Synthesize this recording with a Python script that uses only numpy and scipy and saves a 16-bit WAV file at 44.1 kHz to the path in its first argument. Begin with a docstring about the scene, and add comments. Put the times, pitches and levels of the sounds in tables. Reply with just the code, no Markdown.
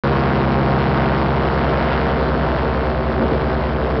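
"""In the open sky, a powered paraglider in flight, heard by a small camera held by the pilot.
A one-cylinder two-stroke drives the propeller through a reduction: both hum as stacks of sines.
The blades slap as short pulses where they cut the wakes of the cage struts, and the cage rings on.
Noise bands make the roar of turbulent air around the propeller, low noise makes the wind buffeting
the microphone, and the overloaded input rounds off the peaks."""
import sys
import numpy as np
from scipy import signal
from scipy.io import wavfile

SR = 44100
rng = np.random.default_rng(int(sys.argv[2]) if len(sys.argv) > 2 else 0)


def field_ratio(decibels):
    """Amplitude ratio for a level in dB (20 dB per decade); scalars and array-likes work."""
    return 10 ** (np.asarray(decibels, dtype=float) / 20)


def dump(signal):
    """Clip the signal to [-1, 1] and save it as 16-bit WAV at the path in sys.argv[1]."""
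    limited = np.clip(np.atleast_2d(signal).T, -1, 1)
    pcm = np.round(limited * 32767).astype(np.int16)
    wavfile.write(sys.argv[1], SR, pcm)


N = 176400
TIME = np.arange(N) / SR   # s

# steady wind on the microphone, before its lumps: (time [s], level [dB rms])
WIND_LEVEL = [(0, -27), (.4, -35), (.7, -26.5), (1.3, -40), (2.0, -34.5), (2.5, -28), (2.9, -36),
              (3.5, -34.5), (4, -29.5)]
# gusts added to the steady wind: (time [s], peak level [dB rms], spread of the bell-shaped swell [s])
WIND_GUSTS = [(0.991, -29.5, 0.053), (3.221, -16, 0.029), (3.322, -21.5, 0.047)]
# slow rumble of the wind: (time [s], level [dB rms])
RUMBLE_LEVEL = [(0, -44), (.5, -59), (1.0, -40), (1.3, -41), (1.9, -33.5), (2.7, -42.5), (4, -41)]
# tone colour of the air around the propeller: (frequency [Hz], relative density [dB per Hz])
ROAR_SPECTRUM = [(40, -31.5), (100, -3), (200, 1.5), (400, -5.5), (700, -3.5), (1100, -8), (1700, -14.5),
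                 (2500, -20.5), (3800, -28), (5200, -35), (7000, -37.5)]
# propeller speed: (time [s], blade passes per second [Hz])
BLADE_RATE = [(0.0, 68.39), (0.222, 66.946), (0.444, 67.033), (0.667, 67.024), (0.889, 66.99),
              (1.111, 66.531), (1.333, 66.572), (1.556, 66.243), (1.778, 66.339), (2.0, 65.908),
              (2.222, 65.554), (2.444, 65.635), (2.667, 65.307), (2.889, 64.765), (3.111, 64.591),
              (3.333, 64.527), (3.556, 64.379), (3.778, 64.289), (4.0, 64.323)]
# camera turning away from the propeller: (time [s], turn [0-1], gain of slaps and roar [dB])
CAMERA_TURN = [(0, 0, -1.5), (.3, 0, -1), (.6, 0, -1.5), (.9, 0, 0), (1.2, .15, -.5), (1.5, .28, -1),
               (1.9, 0.6, 0), (2.3, .55, -1.5), (2.6, .7, -0.5), (3.0, 0.8, -3.5), (3.3, 0.88, -1.5),
               (3.6, 0.9, -3.5), (4, 0.6, -3)]
# exhaust note: (multiple of the firing rate, level facing, half turned, turned away [dB rms])
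EXHAUST_PARTIALS = [(1, -27, -28.5, -25.5), (2, -26.5, -27, -31.5), (3, -27.5, -32, -28.5),
                    (4, -36.5, -40.5, -37), (5, -30.5, -30.5, -33), (6, -32, -34, -38.5),
                    (7, -38, -34.5, -34), (8, -38, -35, -37.5), (9, -33.5, -36.5, -36),
                    (10, -38.5, -48, -48.5)]
# propeller hum: (multiple of the blade rate, level facing, half turned, turned away [dB rms])
BLADE_PARTIALS = [(1, -21.5, -20.5, -21.5), (2, -20, -28, -30), (3, -25, -32, -44.5), (4, -38, -34, -38),
                  (5, -25.5, -30.5, -37.5), (6, -30, -40.5, -31.5), (7, -34, -28, -34),
                  (8, -40.5, -37.5, -39), (10, -39.5, -36.5, -41)]
# cage struts: (place in the blade cycle [0-1], push +1 or pull -1)
STRUT_POSITIONS = [(.522, 1), (.254, -1), (.982, -1)]
# sound of each strut, same order: (base slap level [dB], lift of the roar's treble [dB],
# share of the slap that sets the cage ringing, pitch factor, slap change when turned away [dB])
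STRUT_SOUND = [(-11, 4, 0.025, 1.116, -2.5), (-12.5, -0.5, 0.059, 0.44, 1.5), (-15, 4.5, 0.098, 0.7, -7)]


def in_time(rows):
    """Columns of a curve, joined by straight lines, at every sample."""
    s, *columns = np.transpose(rows)
    return [np.interp(TIME, s, c) for c in columns]


def rms_one(x):
    """Scales to rms 1."""
    return x / np.sqrt(np.mean(x ** 2) + 1e-20)


def drift(rate_hz):
    """Slow chance of spread 1: noise twice through a one-pole low-pass, run at a twentieth of SR."""
    r = np.exp(-40 * np.pi * rate_hz / SR)
    noise = rng.standard_normal(N // 20 + 3002)
    slow = signal.lfilter([1], [1, -2 * r, r * r], noise)[3000:]   # the filter has settled by here
    return np.interp(np.arange(N) / 20, np.arange(len(slow)), rms_one(slow))


def band(x, low_hz, high_hz, order=2):
    """Butterworth band-pass."""
    return signal.sosfilt(signal.butter(order, [low_hz, high_hz], "band", fs=SR, output="sos"), x)


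def wind():
    """Wind on the microphone port: lumpy low noise swelling with the gusts, over a slow rumble."""
    low_hz, high_hz = 90, 520
    lumpy_db, lumpy_hz = 2.0, 25
    rumble_hz = 27.3

    level = field_ratio(in_time(WIND_LEVEL)[0])
    for s, peak_db, spread_s in WIND_GUSTS:
        level = level + field_ratio(peak_db) * np.exp(-.5 * ((TIME - s) / spread_s) ** 2)
    buffet = rms_one(band(rng.standard_normal(N), low_hz, high_hz, order=3))
    buffet = buffet * level * field_ratio(lumpy_db * drift(lumpy_hz))

    rumble = rms_one(band(rng.standard_normal(N), rumble_hz, 2 * rumble_hz))
    return buffet + rumble * field_ratio(in_time(RUMBLE_LEVEL)[0])


def wake(cycles, place):
    """0-1 swell as a blade crosses a strut's wake: quick rise, slightly slower fall."""
    rise_cycles, fall_cycles = 0.024, 0.027
    after = (cycles - place + .5) % 1 - .5
    return np.exp(-.5 * (after / np.where(after < 0, rise_cycles, fall_cycles)) ** 2)


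def roar(cycles):
    """Turbulent air in flickering half-octave bands; the treble throbs each pass and swells at wakes."""
    level_db = -21
    throb_db, throb_place = 2.0, .03   # place in the blade cycle
    uneven, uneven_hz = 0.27, 30.0   # how far the wake swells vary, as a share of themselves
    patchy_db, shared_patchy_hz, band_patchy_hz = 1, 0.67, 5.7
    lumpy_db, lumpy_hz = 1.6, 230
    bright_hz = 450

    lift_db = 0
    for (place, _), (_, strut_lift_db, *_) in zip(STRUT_POSITIONS, STRUT_SOUND):
        lift_db = lift_db + strut_lift_db * wake(cycles, place)
    lift_db = lift_db * (1 + uneven * drift(uneven_hz))
    lift_db = lift_db + throb_db * np.cos(2 * np.pi * (cycles - throb_place))
    shared_db = patchy_db * drift(shared_patchy_hz) + lumpy_db * drift(lumpy_hz)

    hz, density_db = np.transpose(ROAR_SPECTRUM)
    edges = 35 * 2 ** np.arange(0, 8, .5)   # Hz
    white = rng.standard_normal((2, N))   # neighbouring bands take turns, so they stay independent
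    out = 0
    for k, (low, high) in enumerate(zip(edges, edges[1:])):
        mid = np.sqrt(low * high)
        bright = 1 / (1 + (bright_hz / mid) ** 2)
        gain_db = np.interp(np.log(mid), np.log(hz), density_db)
        gain_db = gain_db + bright * (lift_db + shared_db) + patchy_db * drift(band_patchy_hz)
        out = out + field_ratio(gain_db) * band(white[k % 2], low, high)
    return field_ratio(level_db) * rms_one(out)


def hum(cycles, partials, lead_cycles, shift_cycles, inverted, turn):
    """Sines on multiples of a rotation; some arrive inverted, higher ones waver more in level and timing."""
    waver_db, waver_hz, wander_cycles = 1.2, 4.0, .015
    full_waver_order = 5   # lower partials are steadier in level
    out = 0
    for k, *pose_db in partials:
        k = round(k)
        loose = min(1, k / full_waver_order)
        level_db = np.interp(turn, [0, .5, 1], pose_db) + loose * waver_db * drift(waver_hz)
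        phase = k * (cycles + lead_cycles) + shift_cycles + (k in inverted) / 2
        phase = phase + wander_cycles * np.sqrt(k - 1) * drift(waver_hz)
        out = out + np.sqrt(2) * field_ratio(level_db) * np.cos(2 * np.pi * phase)
    return out


def exhaust_note(cycles, turn):
    """Two-stroke exhaust: harmonics of the firing rate, tied to the blade rate by the reduction."""
    firings_per_pass = 1.1626
    return hum(firings_per_pass * cycles, EXHAUST_PARTIALS, .383, -.43, [2, 3, 4], turn)


def propeller_hum(cycles, turn):
    """Propeller tone: harmonics of the blade-pass rate."""
    return hum(cycles, BLADE_PARTIALS, .225, -.15, [4], turn)


def slap_pulse(t, pitch):
    """Pressure pulse of one slap: a skewed, bell-shaped burst with a sharp edge; t in s from its centre."""
    slap_hz, width_hz, skew_rad = 1100, 940, .7
    tail_stretch = 1.07   # the pulse dies more slowly than it rises
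    crack_db, crack_hz = -14.5, 2450   # sharp edge
    bell = np.exp(-(np.pi * width_hz * t / np.where(t > 0, tail_stretch, 1)) ** 2 / 2)
    burst = bell * np.cos(2 * np.pi * slap_hz * pitch * t + skew_rad)
    edge = 2 * np.pi * crack_hz * t
    return burst - field_ratio(crack_db) * edge * np.exp(.5 - edge ** 2 / 2)


def cage_ring(knocks, turn):
    """Cage as one damped resonance struck by the slaps; it fades as the camera turns away."""
    cage_hz, t60_s, fade_db = 910, 0.081, -9
    r = field_ratio(-60 / (t60_s * SR))
    w = 2 * np.pi * cage_hz / SR
    ring = signal.lfilter([0, np.sin(w)], [1, -2 * r * np.cos(w), r * r], knocks + 1e-18)
    return ring * field_ratio(fade_db * turn)


def slaps(cycles, turn):
    """A pulse as each blade cuts a strut's wake, varying in strength, pitch and timing; the cage rings on."""
    jitter_s, pitch_spread, strength_spread_db = .00008, 0.055, 1.5
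    out, knocks = np.zeros(N + SR), np.zeros(N + SR)
    passes = np.arange(int(cycles[-1]) + 1)
    span = np.arange(-150, 151)   # samples around each slap
    for (place, sign), (slap_db, _, ringing, pitch, away_db) in zip(STRUT_POSITIONS, STRUT_SOUND):
        chance = rng.standard_normal((len(passes), 3))   # timing, pitch, strength
        s = np.interp(passes + place, cycles, TIME) + jitter_s * chance[:, 0]
        where = (s * SR).astype(int)[:, None] + span
        # squeezing or stretching time shifts the pitch of each slap
        t = (where / SR - s[:, None]) * np.exp(pitch_spread * chance[:, 1:2])
        level_db = slap_db + away_db * np.interp(s, TIME, turn)
        # lopsided strengths: mostly strong slaps, now and then a much weaker one
        level_db = level_db - strength_spread_db * (np.abs(chance[:, 2]) * 1.15 - 2.02)
        size = sign * field_ratio(level_db)
        np.add.at(out, np.clip(where, 0, None), slap_pulse(t, pitch) * size[:, None])
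        np.add.at(knocks, (s * SR).astype(int), -ringing * size)
    return out[:N] + cage_ring(knocks[:N], turn)


def scene():
    """Wind, roar, exhaust and propeller summed at one microphone."""
    cycles = np.cumsum(in_time(BLADE_RATE)[0]) / SR   # blade passes so far
    turn, air_db = in_time(CAMERA_TURN)
    air = field_ratio(air_db) * (roar(cycles) + slaps(cycles, turn))
    mix = wind() + air + exhaust_note(cycles, turn) + propeller_hum(cycles, turn)
    return mix[None]


def low_pass(x):
    """Removes everything above the highest recorded frequency."""
    return signal.sosfilt(signal.butter(12, 6100, fs=SR, output="sos"), x)


def record(dry):
    """The input overloads, a coupling capacitor lets flat tops sag, the top is cut; silence comes first."""
    input_bias, clip_top, clip_hardness = .04, .31, 5.0   # the bias makes the overload lopsided
    coupling_hz, cutoff_hz = 70, 5380
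    offset, start_s = .004, .0362
    x = dry + input_bias
    x = x / (1 + np.abs(x / clip_top) ** clip_hardness) ** (1 / clip_hardness)
    x = signal.lfilter(*signal.butter(1, coupling_hz, "high", fs=SR), x)
    x = signal.sosfilt(signal.butter(16, cutoff_hz, fs=SR, output="sos"), x) + offset
    mix = x * (TIME > start_s)
    return low_pass(mix)


dry = scene()
out = record(dry)
dump(out)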